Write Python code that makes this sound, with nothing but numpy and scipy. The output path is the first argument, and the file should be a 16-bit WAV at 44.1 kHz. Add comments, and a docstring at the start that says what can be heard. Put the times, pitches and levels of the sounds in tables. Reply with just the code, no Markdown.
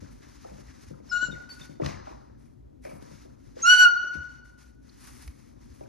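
"""A puppy gives two high whimpers, one soft and one loud, right by a phone in a bare, echoing room.
Its taut vocal folds sing a nearly pure tone with a rush of air, and its nose adds thin whistles.
Around it puppies mill about: paws knock, patter and scuff on ringing planks, claws tick, coats
brush past and bodies nudge the phone. Ventilation hums underneath, and the phone's gain control
ducks under the loud whimper."""
import sys
import numpy as np
from scipy import signal
from scipy.fft import rfft, irfft
from scipy.io import wavfile
from scipy.ndimage import uniform_filter1d

SR = 44100
rng = np.random.default_rng(int(sys.argv[2]) if len(sys.argv) > 2 else 0)


def transcribe(signal):
    """Save signal, clipped to [-1, 1], as a 16-bit WAV file at the path in sys.argv[1]."""
    frames = np.atleast_2d(signal).T
    limited = np.clip(frames, -1, 1)
    pcm = np.round(limited * 32767).astype(np.int16)
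    wavfile.write(sys.argv[1], SR, pcm)


N = 259308
TIME = np.arange(N) / SR
BINS = np.fft.rfftfreq(N, 1 / SR)

# noise colours of the ventilation, rubbing fur and single hairs: (frequency [Hz], relative level [dB])
VENT_COLOUR = [(20, -23), (42, -10.5), (59, 7.5), (80, -8), (125, -0.5), (180, -14), (243, -1.5), (320, -9),
               (600, -21.5), (1100, -38), (3000, -49.5), (6300, -50), (9000, -57.5), (14000, -53.5)]
FUR_COLOUR = [(400, -13.5), (900, 3.5), (2000, 0), (3200, -7.5), (4500, -3.5), (6300, 0), (7800, -13.5),
              (10000, -22)]
HAIR_COLOUR = [(5000, -23.5), (8000, -6.5), (10300, 0), (12500, -7), (14000, -29.5)]
# coats brushing past: (time [s], length [s], level [dB], relative fizz [dB])
COAT_RUBS = [(0, 0.005, -55.5, -11), (0.095, 0.043, -62, -1.5), (0.117, 0.77, -60.5, -7),
             (0.802, 0.042, -64, 0.5), (0.996, .42, -59.5, -11), (1.484, 0.085, -57, -2),
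             (1.588, 0.02, -51.5, -7), (2.05, 0.21, -73.5, -5.5), (2.364, 0.098, -73.5, 0),
             (2.809, 0.1, -63, 4), (2.974, 0.25, -60, -6), (3.364, 0.17, -70, -5), (3.545, 0.15, -52, -19),
             (3.901, 0.43, -59, -10.5), (4.438, .04, -64, -3), (4.571, 0.055, -58.5, -4),
             (4.798, 0.3, -63.5, -4), (4.955, .26, -56, 1.5), (5.323, 0.16, -67, -2), (5.55, .32, -66, -6),
             (5.72, 0.072, -68.5, 3)]
# soft bumps on the phone: (time [s], level [dB], frequency [Hz], length [s])
PHONE_BUMPS = [(0., -40.5, 90, .07), (0.668, -44.5, 73.6, 0.061), (0.866, -42, 84, 0.04),
               (1.81, -38.5, 71.3, 0.1), (4.162, -32, 77.3, .07), (5.256, -35, 66.5, 0.065),
               (5.689, -46.5, 70, 0.063)]
# modes of the plank floor: (frequency [Hz], relative level [dB], t60 [s])
FLOOR_MODES = [(86.8, 3, 0.48), (153.7, 9, 0.1), (209, 3, 0.11), (302, 13.5, 0.026), (344, 0.5, 0.18),
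               (441, 3, 0.058), (527, 3, 0.096), (612, 7, 0.065), (794, -4.5, 0.023), (947, -3.5, 0.18),
               (1320, -31, .05), (2050, -21.5, .03)]
# paws and bodies landing; a heavier limb drives lower modes: (time [s], level [dB], low cut [Hz])
PAW_KNOCKS = [(.02, -44.5, 110), (.447, -42.5, 376), (.512, -45.5, 127), (0.582, -48, 146),
              (0.906, -41, 120), (1.001, -49.5, 180), (1.224, -41, 164.7), (1.283, -38, 161),
              (1.325, -40.5, 129), (1.605, -50, 133), (1.692, -43.5, 131), (1.798, -29.5, 325),
              (1.816, -29, 111), (1.849, -36, 125), (1.888, -41, 80), (1.967, -47, 70), (2.069, -42, 640),
              (2.11, -47.5, 197), (2.85, -39, 352), (2.87, -43.5, 273), (2.928, -45.5, 99),
              (3.019, -50, 137), (3.11, -47.5, 129), (3.252, -49, 221), (3.567, -41, 333),
              (4.038, -42, 321), (4.152, -36.5, 116), (5.808, -41.5, 315.6)]
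# paws sliding: (time [s], level [dB], length [s], rasp centre [Hz], rasp boost [dB])
PAW_SCUFFS = [(0.215, -56, 0.025, 1800, 7), (0.444, -51.5, 0.0049, 1240, 23),
              (.675, -57.5, 0.033, 1900, 8.5), (1.344, -54.5, 0.017, 2030, 22),
              (1.49, -51, 0.0057, 9900, 8), (1.803, -50.5, 0.043, 1110, 12),
              (1.827, -43.5, 0.075, 1315, 0.5), (1.861, -32.5, 0.0024, 4200, 9),
              (2.038, -56.5, 0.075, 1190, 4.5), (2.826, -56.5, .075, 2300, 12),
              (2.85, -51, 0.0027, 1780, 10.5), (3.022, -55, .006, 10500, 16.5),
              (4.128, -47, .026, 10210, 7), (4.89, -55, 0.0077, 4370, 23), (5.276, -49, 0.0046, 1690, -1),
              (5.276, -47.5, 0.0025, 10870, 28)]
# noise colour of a pad on wood: (frequency [Hz], relative level [dB])
PAD_COLOUR = [(300, 0.5), (700, 5.5), (1300, 1.5), (2300, 1), (3300, -7.5), (6000, -2.5), (8000, -19),
              (12000, -21.5), (14000, -47)]
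# nose whistles: (time [s], length [s], start pitch [Hz], middle pitch [Hz], end pitch [Hz], level [dB])
NOSE_WHISTLES = [(1.088, 0.04, 5300, 5240, 4600, -39), (1.308, 0.031, 3860, 3686, 3580, -42.5),
                 (1.489, 0.044, 4740, 4486, 4670, -40.5), (1.61, 0.017, 3860, 3580, 3720, -42),
                 (3.616, 0.036, 6130, 6520, 6470, -22.5)]
# pitch of each whimper, rising with the puppy's effort: (time [s], pitch [Hz])
SOFT_CONTOUR = [(1.109, 1433), (1.13, 1447), (1.153, 1428), (1.173, 1451), (1.2, 1423), (1.218, 1465),
                (1.24, 1478), (1.262, 1446), (1.292, 1404)]
LOUD_CONTOUR = [(3.629, 1340), (3.646, 1350), (3.675, 1434), (3.705, 1472), (3.765, 1480), (3.835, 1476),
                (3.856, 1436), (3.892, 1445)]
# harmonics with the mouth shut and half open: (harmonic [number], relative level [dB])
SHUT_HARMONICS = [(1, 0), (2, -22), (3, -28.5), (4, -28.5), (5, -20), (6, -52.5), (7, -66), (8, -65.5)]
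OPEN_HARMONICS = [(1, 0), (2, -13), (3, -19.5), (4, -19.5), (5, -28.5), (6, -35), (7, -38), (8, -42.5),
                  (9, -55.5)]
# air rushing past the folds and out of the nose or mouth: (frequency [Hz], relative level [dB])
NOSE_BREATH = [(700, 3), (1500, -4), (2400, -14), (3200, -12.5), (4100, 9), (5000, -11.5), (6200, 1.5),
               (7300, -0.5), (8000, -45), (12000, -22), (14000, -44.5)]
MOUTH_BREATH = [(450, -46.5), (650, -8.5), (820, -7), (1100, -5.5), (1500, -1), (2600, 2), (3050, -9.5),
                (3300, -23), (3900, 5), (4700, 0.5), (6500, -6), (8200, -17), (12000, -20), (14000, -31)]
# first echoes off floor and walls: (left delay [ms], right delay [ms], level [dB])
REFLECTIONS = [(4.1, 14, -12.5), (9.6, 6.7, -15), (16.8, 16, -9.5)]
# the room's reverb tail: (frequency [Hz], t60 [s], relative level [dB])
ROOM_BANDS = [(100, 0.6, 9.5), (400, 0.21, 5), (1482, 0.91, 2.5), (2804, 0.81, -7.5), (4500, 1, -3.5),
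              (6260, 1, -3), (7200, 0.41, 1), (12000, 0.487, -4.5)]
# diffuse sound at the two microphone ports: (frequency [Hz], correlation [ratio, capped at 1 in use])
PORT_LIKENESS = [(60, 0.48), (150, 0.13), (400, 1.2), (800, 0.72), (1400, 0.3), (2700, 1.2), (6000, 0.21),
                 (12000, 0.2)]
# phase between the ports: (frequency [Hz], left lead [rad])
PORT_LEAD = [(130, 0), (270, -2.3), (650, -2.95), (1150, -2.5), (1400, -.3), (2500, .4), (4400, .4),
             (6000, 0)]
# balance between the ports: (frequency [Hz], left minus right [dB])
PORT_TILT = [(60, -2), (110, 8.5), (200, 22.5), (350, 4), (640, -0.5), (1200, 4), (4000, 1.5), (12000, -1)]


def gain_of(db):
    """Decibels to amplitude."""
    return 10 ** (np.asarray(db) / 20)


def unit_rms(x):
    """Scales to an rms of one."""
    return x / np.sqrt(np.mean(x ** 2) + 1e-20)


def ramp(u):
    """A smooth fade from zero to one."""
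    return np.sin(np.pi / 2 * np.clip(u, 0, 1)) ** 2


def curve_at(points, hz):
    """Reads a table on a log-frequency axis."""
    f, value = np.transpose(points)
    return np.interp(np.log(hz + 1), np.log(f + 1), value)


def add(mix, start_s, sound):
    """Drops a sound into the mix at a time."""
    part = mix[..., max(round(start_s * SR), 0):][..., :sound.shape[-1]]
    part += sound[..., :part.shape[-1]]


def panned(x, pan_db=0):
    """Places a sound in stereo; positive leans left."""
    return x * gain_of([[pan_db / 2], [-pan_db / 2]])


def drift(hz):
    """A random modulator with an rms of one, moving at rates up to about hz."""
    return unit_rms(irfft(rfft(rng.standard_normal(N)) / (1 + (BINS / hz) ** 4), N))


def diffuse(x):
    """Makes two unrelated signals as alike as a diffuse sound is at the two ports."""
    left, other = rfft(x, N)
    same = np.clip(curve_at(PORT_LIKENESS, BINS), 0, 1)
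    return irfft(np.array([left, same * left + np.sqrt(1 - same ** 2) * other]), N)


def hiss(colour, grain_db=0):
    """Coloured stereo noise; grain_db clumps it into grains."""
    white = rng.standard_normal((2, N)) * gain_of(grain_db * drift(250))
    return unit_rms(irfft(rfft(diffuse(white)) * gain_of(curve_at(colour, BINS)), N))


def ventilation(level_db=-50.5):
    """Moving air lays down a steady bed of low, humming noise."""
    return gain_of(level_db) * hiss(VENT_COLOUR)


def coats(rise_s=0.0086, rise_share=0.22, fade_db_per_s=111, uneven_db=1.63, hairs_db=-6.0):
    """Rubbing fur swells, holds unevenly and fades as a grainy hiss; single hairs add a close-up fizz."""
    fur_power, hair_power = np.zeros(N), np.zeros(N)
    for start, length, db, fizz_db in COAT_RUBS:
        t = np.arange(int((length + .5) * SR)) / SR
        swell = ramp(t / (rise_s + rise_share * length))  # long rubs swell more slowly
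        stroke = swell * gain_of(db - fade_db_per_s * np.maximum(t - length, 0))
        add(fur_power, start, stroke ** 2)
        add(hair_power, start, (stroke * gain_of(fizz_db + hairs_db)) ** 2)
    pressure = gain_of(uneven_db * drift(25))
    fur = np.sqrt(fur_power) * hiss(FUR_COLOUR, grain_db=0.5)
    fizz = np.sqrt(hair_power) * hiss(HAIR_COLOUR, grain_db=2.5)
    return pressure * (fur + fizz)


def bumps():
    """A body nudges the phone, which rocks for a few slow cycles."""
    out = np.zeros(N)
    for start, db, hz, length in PHONE_BUMPS:
        t = np.arange(int(length * SR)) / SR
        add(out, start, gain_of(db) * np.sin(np.pi * t / length) ** 2 * np.sin(2 * np.pi * hz * t))
    return panned(out)


def board_ring(low_hz, high_hz, thud_gain=7.943, thud_s=0.012, attack_s=0.00067):
    """One padded blow: floor modes in random shares and a dull thud, band-limited by weight and softness."""
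    t = np.arange(SR // 4) / SR
    ring = np.zeros(len(t))
    for hz, db, t60 in FLOOR_MODES:
        decay = gain_of(db - 60 * t / t60) * rng.uniform(0.64, 1)
        detuned_hz = hz * rng.uniform(0.94, 1.04)
        ring += decay * np.sin(2 * np.pi * (detuned_hz * t + rng.random()))
    thud = thud_gain * np.exp(-t / thud_s) * rng.standard_normal(len(t))
    band = signal.butter(3, [low_hz, high_hz], "band", fs=SR, output="sos")
    blow = signal.sosfilt(band, (ring + thud) * (1 - np.exp(-t / attack_s)))
    return blow / np.sqrt(np.mean(blow[:SR // 40] ** 2))


def knocks(pad_span_hz=450):
    """Heavier footfalls and a puppy flopping down; soft pads drive only a narrow band of the floor."""
    out = np.zeros(N)
    for start, db, low_hz in PAW_KNOCKS:
        add(out, start, gain_of(db) * board_ring(low_hz, low_hz + pad_span_hz))
    return panned(out)


def flurry(below_knock_db=14, rise_s=.015, fade_db_per_s=59):
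    """The envelope of the small steps: every knock stirs them up, then they settle."""
    t, power = np.arange(SR) / SR, np.zeros(N)
    settle = ramp(t / rise_s) * gain_of(-below_knock_db - fade_db_per_s * t)
    for start, db, _ in PAW_KNOCKS:
        add(power, start, (gain_of(db) * settle) ** 2)
    return np.sqrt(power)


def triggers(per_s, spread_db=3):
    """Impulses at random times and strengths."""
    return (rng.random(N) < per_s / SR) * gain_of(spread_db * rng.standard_normal(N))


def patter(steps_per_s=45, patches=8, shuffle_db=-69.5):
    """Light steps ring several patches of floor, in flurries that die away into idle shuffling."""
    out = np.zeros(N)
    for _ in range(patches):
        steps = triggers(steps_per_s / patches)
        out += signal.oaconvolve(steps, board_ring(low_hz=258, high_hz=1111))[:N]
    return panned(unit_rms(out) * np.hypot(flurry(), gain_of(shuffle_db)))


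def claws(ticks_per_s=45, count=10, ring_s=0.0011, relative_db=-10):
    """Tiny claws tick on the planks during the flurries, each with a brief ring of its own."""
    t, out = np.arange(SR // 40) / SR, np.zeros(N)
    for hz in np.geomspace(900, 2400, count):
        tick = t * np.exp(-t / ring_s) * np.sin(2 * np.pi * hz * t) / hz
        out += signal.oaconvolve(triggers(ticks_per_s / count), tick)[:N]
    return panned(unit_rms(out) * gain_of(relative_db) * flurry())


def scuffs(rise_share=0.26, fall_share=.55):
    """Pads and claws catch and slip on the wood grain, each stroke rasping at its own pitch."""
    out, grain = np.zeros((2, N)), rfft(hiss(PAD_COLOUR, grain_db=-1.0))
    for start, db, length, hz, rasp_db in PAW_SCUFFS:
        u = (TIME - start) / length
        force = np.clip(u / rise_share, 0, 1) ** 2 * np.exp(-np.clip(u - 1, 0, 20) / fall_share)
        peak = gain_of(rasp_db * np.exp(-(np.log((BINS + 1) / hz) / 0.17) ** 2))
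        out += gain_of(db) * force * unit_rms(irfft(grain * peak, N))
    return out


def nose_whistles(wobble_depth=.008):
    """Air through the nose gives short gliding whistles."""
    out = np.zeros(N)
    for start, length, start_hz, middle_hz, end_hz, db in NOSE_WHISTLES:
        u = np.linspace(0, 1, int(length * SR))
        wobble = unit_rms(uniform_filter1d(rng.standard_normal(len(u)), size=40))
        glide = np.polyval(np.polyfit([0, .5, 1], [start_hz, middle_hz, end_hz], 2), u)
        phase = 2 * np.pi * np.cumsum(glide * (1 + wobble_depth * wobble)) / SR
        add(out, start, gain_of(db) * np.sin(np.pi * u) ** 2 * np.sin(phase))
    return panned(out)


def whimper(contour, harmonics, breath, level_db, breath_db, attack_s, release_s, sag_db,
            opening_s, open_db, closed_db, ending_db, jitter, flutter_db, pan_db, lead_rad,
            full_effort_hz=1457, effort_db_per_hz=0.1231, shutting_s=0.055, shimmer_db=1.77):
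    """Taut vocal folds sing a nearly pure tone with a rush of air; the airway sets its brightness."""
    times, pitches = np.transpose(contour)
    since, remaining, length = TIME - times[0], times[-1] - TIME, times[-1] - times[0]
    easing = signal.windows.hann(501) / 250  # muscles cannot jump
    note = signal.oaconvolve(np.interp(TIME, times, pitches), easing, "same")
    effort = gain_of(level_db + effort_db_per_hz * (note - full_effort_hz))  # higher is also louder
    envelope = effort * ramp(since / attack_s) * ramp(remaining / release_s)
    # the level dips briefly midway
    sag = gain_of(sag_db * np.exp(-((since / length - .54) / 0.095) ** 2))
    opened = ramp(since / opening_s) * ramp(remaining / shutting_s)
    bright = gain_of(closed_db + (open_db - closed_db) * opened) * sag ** .5
    hz = note * (1 + jitter * drift(750) + 0.0024 * drift(50))
    phase = 2 * np.pi * np.cumsum(hz) / SR
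    # the fundamental reaches the two ports out of step, and swells or drops as the airway shuts
    voice = panned(np.sin(phase + np.array([[lead_rad], [-lead_rad]]) / 2), pan_db)
    shut = ramp(2 * (1 - remaining / shutting_s))
    voice *= sag * gain_of(ending_db * shut + shimmer_db * np.array([drift(60), drift(60)]))
    voice += gain_of(breath_db) * bright ** .5 * hiss(breath)
    for k, (_, db) in enumerate(harmonics[1:], 2):
        # short waves beam from the moving muzzle, so each overtone flutters at each port
        flutter = gain_of(flutter_db * (drift(30) + np.array([drift(35), drift(29)])) / 2)
        # as the air runs out, each overtone fades 2 dB/s faster than the one below
        dulling = gain_of(-2 * (k - 0.5) * np.clip(since, 0, length))
        voice += panned(gain_of(db) * bright * flutter * dulling * np.sin(k * phase), 9 / k)
    return envelope * voice


def undertone(peak_s=3.822, level_db=-28.5, rise_db_per_s=224, fall_db_per_s=497.5,
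              start_hz=755, slide_hz=340, slide_s=0.078, lag_s=0.0069, hoarseness=.04):
    """Straining folds slip out of step: a hoarse tone swells and slides up below the whimper's pitch."""
    t = TIME - peak_s
    glide = start_hz + slide_hz * ramp(.5 + (t - lag_s) / slide_s)
    hz = glide * (1 + hoarseness * drift(71))
    swell_db = np.minimum(rise_db_per_s * t, -fall_db_per_s * t)
    envelope = gain_of(level_db + swell_db + 3 * drift(120))
    return panned(envelope * np.sin(2 * np.pi * np.cumsum(hz) / SR))


def off_axis(x, beam_hz=2600):
    """The duller voice a muzzle sends to the walls: the fundamental spreads, the overtones beam forward."""
    return irfft(rfft(x) / np.hypot(1, BINS / beam_hz), N)


def with_reflections(x):
    """The direct sound with its first echoes, which beat against a gliding tone."""
    echoes = sum(gain_of(db) * np.exp(-2j * np.pi * BINS * np.array([[left_ms], [right_ms]]) / 1000)
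                 for left_ms, right_ms, db in REFLECTIONS)
    return x + irfft(rfft(x) * echoes, N)


def room(x, predelay_s=.012, build_s=0.0028, early_db=3, early_s=0.054):
    """Bare walls: a dense tail that builds up, is strongest at first and dies at each band's own speed."""
    noise = diffuse(rng.standard_normal((2, N)))[:, :SR * 3 // 2]
    hz, t, spectrum = signal.stft(noise, SR, nperseg=256)
    band, t60, level_db = np.transpose(ROOM_BANDS)
    t60, level_db = (curve_at(np.c_[band, column], hz)[:, None] for column in (t60, level_db))
    decay = gain_of(level_db - 60 * t / t60 + early_db * np.exp(-t / early_s))
    build = np.clip((t - predelay_s) / build_s, 0, 1)
    tail = signal.istft(spectrum * decay * build, SR, nperseg=256)[1]
    return signal.fftconvolve(x.mean(0)[None], tail / np.linalg.norm(tail[0]), axes=1)[:, :N]


def scene():
    """Close voice and paws with their reverb, plus dry bumps, fur and the ventilation bed."""
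    soft = whimper(SOFT_CONTOUR, SHUT_HARMONICS, NOSE_BREATH, level_db=-24.0, breath_db=-24,
                   attack_s=0.016, release_s=0.021, sag_db=-4,
                   opening_s=.015, open_db=1, closed_db=1, ending_db=-10,
                   jitter=0.0032, flutter_db=4.5, pan_db=5, lead_rad=0.55)
    loud = whimper(LOUD_CONTOUR, OPEN_HARMONICS, MOUTH_BREATH, level_db=-5.5, breath_db=-29.5,
                   attack_s=.02, release_s=0.033, sag_db=-14,
                   opening_s=.04, open_db=2, closed_db=-21.5, ending_db=7,
                   jitter=0.0043, flutter_db=5.0, pan_db=-8, lead_rad=1.96)
    loud += undertone()
    nose = nose_whistles()
    paws = knocks() + patter() + claws() + scuffs()
    voice_send = gain_of(-12.0) * soft + gain_of(-6.5) * off_axis(loud) + gain_of(-10.5) * nose
    reverb = room(voice_send + gain_of(-8.5) * paws)
    return with_reflections(soft + loud + nose) + paws + reverb + bumps() + coats() + ventilation()


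def record(dry, threshold_db=-24, duck_db_per_db=0.32, recovery_db_per_s=16, high_cut_hz=13200):
    """The phone: two ports colour the stereo image, gain control ducks loud sounds, the top is cut off."""
    lean = gain_of(curve_at(PORT_TILT, BINS) / 2) * np.exp(.5j * curve_at(PORT_LEAD, BINS))
    ports = np.array([lean, 1 / lean])
    heard = irfft(rfft(dry) * ports / np.sqrt(np.mean(abs(ports) ** 2, 0)), N)
    power_db = 10 * np.log10(abs(uniform_filter1d((heard ** 2).mean(0), size=400)) + 1e-12)
    fall_db = recovery_db_per_s * TIME  # the level detector jumps up and sinks slowly
    held_db = np.maximum.accumulate(power_db + fall_db) - fall_db
    over_db = np.maximum(held_db - threshold_db, 0)
    ducked = heard / gain_of(duck_db_per_db * uniform_filter1d(over_db, size=300))
    high_cut = signal.firwin(255, high_cut_hz, window=("kaiser", 8), fs=SR)
    return signal.oaconvolve(ducked, high_cut[None], "same")


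dry = scene()
out = record(dry)
transcribe(out)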